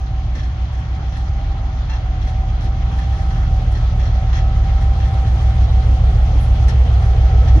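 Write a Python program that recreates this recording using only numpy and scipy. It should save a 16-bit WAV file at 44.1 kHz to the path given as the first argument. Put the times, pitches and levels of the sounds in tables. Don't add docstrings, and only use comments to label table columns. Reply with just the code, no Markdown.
import sys
import numpy as np
from scipy import signal
from scipy.fft import rfft, irfft
from scipy.io import wavfile

SR = 44100
rng = np.random.default_rng(int(sys.argv[2]) if len(sys.argv) > 2 else 0)


def log_audio(samples):
    frames = np.atleast_2d(samples).T
    limited = np.clip(frames, -1, 1)
    pcm = np.round(limited * 32767).astype(np.int16)
    wavfile.write(sys.argv[1], SR, pcm)


N = 335160
TIME = np.arange(N) / SR
RUN_IN_SAMPLES = SR // 2

# time_s, speed_turns_per_s
FRONT_SPEED = [(0, 6.8386), (0.391, 6.5679), (1.398, 6.9781), (2.052, 6.6063), (3.116, 6.944),
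               (3.779, 6.6304), (4.864, 6.8922), (5.775, 6.7394), (6.888, 6.8763), (7.6, 6.7442)]
# time_s, speed_turns_per_s
REAR_SPEED = [(0, 6.7307), (7.6, 6.6957)]
# crank_angle_deg, relative_strength_db
FRONT_BLOWS = [(13.6, 2.9), (49.0, 4.9), (62.9, 1.7), (101.5, 4.6), (128.7, 4.5), (161.3, 7.9),
               (191.3, 9.4), (224.8, 12.3), (253.7, 5.2), (262.1, -3.9), (289.8, 5.5), (341.0, 6.3)]
# crank_angle_deg, relative_strength_db
REAR_BLOWS = [(28.8, -1.3), (45.6, -10.2), (68.5, -10.6), (97.4, -0.6), (105.2, -11.4), (142.0, -5.0),
              (164.4, -7.6), (218.5, -0.8), (251.3, -4.5), (270.8, 0.0), (287.2, -5.1), (324.1, -5.3)]
# centre_hz, width_hz, relative_gain_db
PIPE_RESONANCES = [(14.8, 19.2, 38.6), (63.2, 8.6, 36.9), (94.0, 8.3, 33.0), (119.2, 12.3, 28.4)]
# time_s, front_relative_db, rear_relative_db
NEARNESS = [(0, -4, -7.5), (1, -3, -5), (1.9, -3.5, -4.5), (3.5, 0.7, 1.5), (5.001, 3, 1), (6.7, 5.5, 3),
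            (7.6, 8, -1.5)]
# time_s, front_share, rear_share
BOOM_SHARES = [(0, 0.32, 0.75), (3, 0.25, 0.31), (7.6, -0.39, 0.13)]
# time_s, level_db
FRONT_WHINE = [(0, -44.5), (.5, -50), (1.4, -41.5), (2.6, -42.5), (3.2, -38.5), (4, -44.5), (4.7, -37),
               (5.6, -39), (6.9, -45), (7.3, -35), (7.6, -44.5)]
HUM_HZ = [78.5, 173.7, 1294]
# time_s, first_level_db, second_level_db, third_level_db
HUM_LEVELS = [(0, -32.5, -59, -67.5), (2, -45, -44.5, -70), (3.5, -32.5, -35.5, -51.5),
              (5.3, -35, -38, -50.5), (6, -39.5, -37, -59), (7.6, -48.5, -46, -48)]
# frequency_hz, relative_density_db
RUMBLE_SPECTRUM = [(20, -22), (40, -15.5), (80, -10), (125, -12), (140, -15.5), (152, -10.5), (164, -19),
                   (190, -22), (330, -26), (380, -29.5), (440, -54.5)]
# frequency_hz, relative_density_db
GROAN_SPECTRUM = [(320, -20), (390, -3), (460, -3), (540, -3.5), (620, -28.5)]
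# frequency_hz, relative_density_db
DRONE_SPECTRUM = [(450, -26), (550, -7), (690, -2.5), (860, -6), (950, -31), (1100, -29.5)]
# frequency_hz, relative_density_db
ROAR_SPECTRUM = [(700, -15.5), (900, -1.5), (990, -4), (1330, -2), (1530, -6.5), (1940, -7.5), (2400, -11),
                 (2820, -11.5), (3290, -9), (3740, -14.5), (4220, -15), (4600, -20), (4900, -18.5),
                 (5500, -22), (6410, -21.5), (6950, -31), (7400, -45)]
# frequency_hz, relative_density_db
HISS_SPECTRUM = [(6400, -24), (7100, 3), (8000, 2.5), (8700, -12.5), (10000, 0.5), (10800, -2),
                 (11600, -14), (13000, -19), (15000, -21.5), (15700, -21)]
# time_s, level_db
HISS_LEVEL = [(0, -78), (2.8, -77.5), (3.15, -67.5), (4.4, -72.5), (5.3, -64), (5.7, -66), (6.8, -64),
              (7.3, -68.5), (7.6, -63)]
# start_s, nominal_peak_db, treble_relative_db, clank_relative_db, hold_s
JOLTS = [(0.35, -27.5, -22, -6, 0.05), (0.431, -33.5, -15, -17, 0.027), (0.728, -35.5, -19, 0, 0.067),
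         (1.122, -31.5, -20, -10, 0.037), (1.165, -34.5, -15, 2, 0.044), (1.895, -29, -48, 0.5, 0.068),
         (2.213, -31, -22, -15, 0.018), (2.272, -29.5, -20, -14, 0.025), (2.606, -33, -17, -3, 0.06),
         (2.915, -36.5, -14, 7, 0.07), (2.987, -30.5, -28, -6, 0.055), (3.125, -33.5, -17, -13, 0.092),
         (3.304, -30, -28, 2.5, 0.021), (3.356, -35, -33, 3, 0.093), (3.717, -36, -12, -7, 0.023),
         (3.75, -29, -40, -13, 0.025), (3.995, -29, -41, -14, 0.051), (4.052, -30.5, -38, -9, 0.028),
         (4.329, -23.5, -52, -6, 0.062), (4.636, -33, -33, -6, 0.03), (4.807, -31.5, -16, 1, 0.022),
         (5, -32, -43, 2, 0.065), (5.268, -32.5, -28, 0, 0.022), (5.604, -31.5, -29, -12, 0.048),
         (6.681, -22, -18, -8, 0.015), (7.02, -32.5, -17, 2, 0.038), (7.426, -39, -25, 10, 0.024),
         (7.475, -26, -36, -21, 0.017)]
# centre_hz, width_hz, relative_gain_db
STEEL_RESONANCES = [(1770, 160, 0), (2700, 120, -3), (3300, 160, -2), (4200, 200, -2), (5500, 400, -10),
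                    (6400, 300, -7)]
# frequency_hz, relative_density_db
CLANK_SPECTRUM = [(700, -32.0), (900, 1), (2000, -5.5), (2400, -28.5)]
# frequency_hz, relative_density_db
SHAKING_SPECTRUM = [(1200, -24), (1600, 0), (6800, -10), (7300, -24)]
# start_s, level_db
THUDS = [(.352, -35), (2.64, -36), (3.75, -38), (5.89, -36), (6.35, -32), (7.45, -33), (7.55, -27)]
# frequency_hz, relative_density_db
THUD_SPECTRUM = [(150, -20.5), (200, -3.5), (330, -3.5), (450, -17.5)]
# multiple_of_fundamental, level_db
SQUEAK_PARTIALS = [(1, -39), (2, -46), (3.07, -47), (3.8, -52), (4.75, -52)]
# start_s, hold_s, pitch_hz, left_db, right_db
SQUEALS = [(5.2, .5, 3860, -60.5, -58), (5.35, .33, 3140, -59, -60)]
# frequency_hz, relative_density_db
PUFF_SPECTRUM = [(7500, -12), (9000, -7.5), (10000, 0), (11200, -6), (12500, -13), (15700, -17)]
# frequency_hz, correlation_ratio
LIKENESS = [(60, .9), (110, 1), (190, 1), (350, .75), (620, 1), (1120, 0.57), (2010, 0.15), (3600, 0.2),
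            (6470, 0.25)]
# frequency_hz, left_minus_right_db
LEAN = [(60, 0.5), (250, 1), (520, -3), (1000, -1), (1600, -4), (2200, 6), (3150, 0.5), (4500, 8),
        (6500, 11.5), (7300, 9.5), (9000, -18), (12000, -7.5)]
# frequency_hz, lead_rad
LEAD = [(0, 0), (860, 1), (1290, 1.17), (1550, 4), (2240, -1.34), (2760, -2), (3190, -1.5), (3700, -2.5),
        (4220, -7), (5250, -5.5), (5860, -8), (6630, -13.6)]

CRANK_START_DEG, UNEVEN_DB, SILENCER_HZ = 5.5, .45, 125
PIPE_RING_HZ, PIPE_RING_WIDTH_HZ, PIPE_RING_SHARE = 148, 8, .36
BOOM_HZ, BOOM_WIDTH_HZ = 40.6, 3
ENGINE_DB, BASS_CUT_HZ = 1, 30
WHINE_MULTIPLE = 113.2
REAR_WHINE_START_DB, REAR_WHINE_DB_PER_S = -51.5, 1.02
RUMBLE_START_DB, RUMBLE_DB_PER_S = -31.5, .45
GROAN_START_DB, GROAN_DB_PER_S = -56, 2.23
DRONE_START_DB, DRONE_DB_PER_S = -45.5, 1.23
ROAR_START_DB, ROAR_DB_PER_S = -45, .76
CREST_DB = 16.5
STRIKE_SHARE, STRIKE_FALL_S = .6, .006
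SCRAPE_SHARE = .4
THUD_HOLD_S = .025
SQUEAK_START_S, SQUEAK_HOLD_S, SQUEAK_HZ = 1.886, .06, 880
PUFF_START_S, PUFF_RISE_S, PUFF_HOLD_S, PUFF_FALL_S, PUFF_DB = 6.39, .016, .055, .022, -55
TONE_LEAN_DB, TONE_LAG_S = -.8, -.00008
CUTOFF_HZ = 15700


def from_db(db):
    return 10 ** (np.asarray(db) / 20)


def rms_one(x):
    return x / np.sqrt(np.mean(x ** 2) + 1e-20)


def in_time(rows):
    time_s, *columns = np.transpose(rows)
    return [np.interp(TIME, time_s, column, left=column[0]) for column in columns]


def at_hz(points, hz):
    point_hz, values = np.array(points).T
    return np.interp(np.log(hz + 1), np.log(point_hz), values)


def growing(start_db, db_per_s):
    return start_db + db_per_s * TIME


def drift(rate_hz):
    step = 40
    pole = np.exp(-2 * np.pi * rate_hz * step / SR)
    white = rng.standard_normal(N // step + 2002)
    slow = signal.lfilter([1], [1, -2 * pole, pole * pole], white)[2000:]
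    return np.interp(np.arange(N) / step, np.arange(len(slow)), rms_one(slow))


def resonance(x, hz, width_hz):
    r = np.exp(-np.pi * width_hz / SR)
    numerator = (1 - r * r) / 2 * np.array([1, 0, -1])
    denominator = [1, -2 * r * np.cos(2 * np.pi * hz / SR), r * r]
    return signal.lfilter(numerator, denominator, x)


def resonance_bank(x, rows):
    return sum((-1) ** k * from_db(db) * resonance(x, hz, width_hz)
               for k, (hz, width_hz, db) in enumerate(rows))


def swell(start_s, hold_s, rise_s=.003, fall_s=.022):
    since_s = TIME - start_s
    rise = np.clip(since_s / rise_s, 0, 1)
    return rise * np.exp(-np.clip(since_s - hold_s, 0, None) / fall_s)


def noise(spectrum, patchy_db=0., flicker_hz=11.0):
    hz = np.arange(N // 2 + 1) * SR / N
    mid, side = rfft(rng.standard_normal((2, N)))
    alike = np.clip(at_hz(LIKENESS, hz), -.99, .99)
    mid, side = np.sqrt(1 + alike) * mid, np.sqrt(1 - alike) * side
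    lean = from_db(at_hz(LEAN, hz) / 2)
    lean = lean * np.exp(.5j * np.interp(hz, *np.transpose(LEAD)))
    pair = from_db(at_hz(spectrum, hz)) * np.array([(mid + side) * lean, (mid - side) / lean])
    half_octave = 2 * np.log2(hz + 1)
    low, high = 2 * np.log2([spectrum[0][0], spectrum[-1][0]])
    together, out = drift(14.0), 0
    for k in range(int(low), int(high) + 2):
        band = irfft(pair * np.clip(1 - abs(half_octave - k), 0, 1), N)
        out = out + band * from_db(patchy_db * (.36 * together + drift(flicker_hz)))
    return out / np.std(out.mean(axis=0))


def tone(cycles, level_db, waver_db=0., waver_hz=2.5):
    gain = np.sqrt(2) * from_db(level_db + waver_db * drift(waver_hz))
    return gain * np.sin(2 * np.pi * (cycles + rng.random()))


def crank(speed):
    time_s, turns_per_s = np.transpose(speed)
    turns = np.cumsum(np.interp(np.arange(-RUN_IN_SAMPLES, N) / SR, time_s, turns_per_s)) / SR
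    return turns - turns[RUN_IN_SAMPLES] + CRANK_START_DEG / 360


def exhaust(turns, blows):
    pulses = np.zeros(len(turns))
    for angle_deg, strength_db in blows:
        at = np.flatnonzero(np.diff(np.floor(turns - angle_deg / 360)))
        pulses[at] += from_db(strength_db + UNEVEN_DB * rng.standard_normal(len(at)))
    piped = resonance_bank(pulses, PIPE_RESONANCES)
    silencer = signal.butter(4, SILENCER_HZ, fs=SR, output="sos")
    throb = signal.sosfilt(silencer, piped)[RUN_IN_SAMPLES:]
    return throb + PIPE_RING_SHARE * resonance(throb, PIPE_RING_HZ, PIPE_RING_WIDTH_HZ)


def exhausts():
    low = 0
    sections = zip([FRONT_SPEED, REAR_SPEED], [FRONT_BLOWS, REAR_BLOWS], in_time(NEARNESS), in_time(BOOM_SHARES))
    for speed, blows, near_db, boom_share in sections:
        throb = exhaust(crank(speed), blows)
        boom = boom_share * resonance(throb, BOOM_HZ, BOOM_WIDTH_HZ)
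        low = low + from_db(ENGINE_DB + near_db) * (throb + boom)
    bass_cut = signal.butter(4, BASS_CUT_HZ, "high", fs=SR, output="sos")
    return signal.sosfiltfilt(bass_cut, low)


def gear_whines():
    front_db, = in_time(FRONT_WHINE)
    rear_db = growing(REAR_WHINE_START_DB, REAR_WHINE_DB_PER_S)
    return sum(tone(WHINE_MULTIPLE * crank(speed)[RUN_IN_SAMPLES:], level_db, waver_db=1.5, waver_hz=7.6)
               for speed, level_db in [(FRONT_SPEED, front_db), (REAR_SPEED, rear_db)])


def hums():
    return sum(tone(hz * TIME, level_db, waver_db=2.0, waver_hz=3.1)
               for hz, level_db in zip(HUM_HZ, in_time(HUM_LEVELS)))


def rolling():
    hiss_db, = in_time(HISS_LEVEL)
    rumble_gain = from_db(growing(RUMBLE_START_DB, RUMBLE_DB_PER_S))
    groan_gain = from_db(growing(GROAN_START_DB, GROAN_DB_PER_S))
    drone_gain = from_db(growing(DRONE_START_DB, DRONE_DB_PER_S))
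    roar_gain = from_db(growing(ROAR_START_DB, ROAR_DB_PER_S))
    rumble = rumble_gain * noise(RUMBLE_SPECTRUM, patchy_db=1.3, flicker_hz=13.0)
    groan = groan_gain * noise(GROAN_SPECTRUM, patchy_db=2.2)
    drone = drone_gain * noise(DRONE_SPECTRUM, patchy_db=1.0, flicker_hz=6.0)
    roar = roar_gain * noise(ROAR_SPECTRUM, patchy_db=1.33)
    hiss = from_db(hiss_db) * noise(HISS_SPECTRUM, patchy_db=2.0, flicker_hz=22.0)
    return rumble + groan + drone + roar + hiss


def clatter():
    clank_level, rattle_level, treble_level = np.zeros((3, N))
    for start_s, peak_db, treble_db, clank_db, hold_s in JOLTS:
        strike = STRIKE_SHARE * swell(start_s, 0, rise_s=.001, fall_s=STRIKE_FALL_S)
        shape = from_db(peak_db - CREST_DB) * (swell(start_s, hold_s) + strike)
        clank_level += from_db(clank_db) * shape
        rattle_level += shape
        treble_level += from_db(treble_db) * shape
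    clank = noise(CLANK_SPECTRUM)
    shaking = noise(SHAKING_SPECTRUM, patchy_db=1.5, flicker_hz=61.0)
    ringing = resonance_bank(shaking, STEEL_RESONANCES)
    rattle = ringing / np.std(ringing.mean(axis=0)) + SCRAPE_SHARE * shaking
    treble = noise(HISS_SPECTRUM, patchy_db=5.0, flicker_hz=18.0)
    return clank_level * clank + rattle_level * rattle + treble_level * treble


def thuds():
    level = sum(from_db(db) * swell(start_s, THUD_HOLD_S) for start_s, db in THUDS)
    return level * noise(THUD_SPECTRUM)


def squeak():
    stack = sum(tone(multiple * SQUEAK_HZ * TIME, level_db, waver_db=3, waver_hz=40)
                for multiple, level_db in SQUEAK_PARTIALS)
    return swell(SQUEAK_START_S, SQUEAK_HOLD_S, rise_s=.012, fall_s=.012) * stack


def squeals():
    out = 0
    for start_s, hold_s, hz, left_db, right_db in SQUEALS:
        shape = swell(start_s, hold_s, rise_s=.03, fall_s=.03)
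        gains = from_db([[left_db], [right_db]]) * [[1], [-1]]
        out = out + shape * tone(hz * TIME, 0, waver_db=7.0, waver_hz=12.0) * gains
    return out


def air_puff():
    shape = swell(PUFF_START_S, PUFF_HOLD_S, rise_s=PUFF_RISE_S, fall_s=PUFF_FALL_S)
    return from_db(PUFF_DB) * shape * noise(PUFF_SPECTRUM)


def scene():
    tones = exhausts() + gear_whines() + hums() + squeak()
    pair = [from_db(side * TONE_LEAN_DB) * np.interp(TIME - side * TONE_LAG_S, TIME, tones)
            for side in (.5, -.5)]
    return np.array(pair) + rolling() + clatter() + thuds() + squeals() + air_puff()


def record(dry):
    rounded = 2.2 * np.tanh(dry / 2.2)
    top_cut = signal.ellip(10, .5, 70, CUTOFF_HZ, fs=SR, output="sos")
    return signal.sosfilt(top_cut, rounded)


dry = scene()
out = record(dry)
log_audio(out)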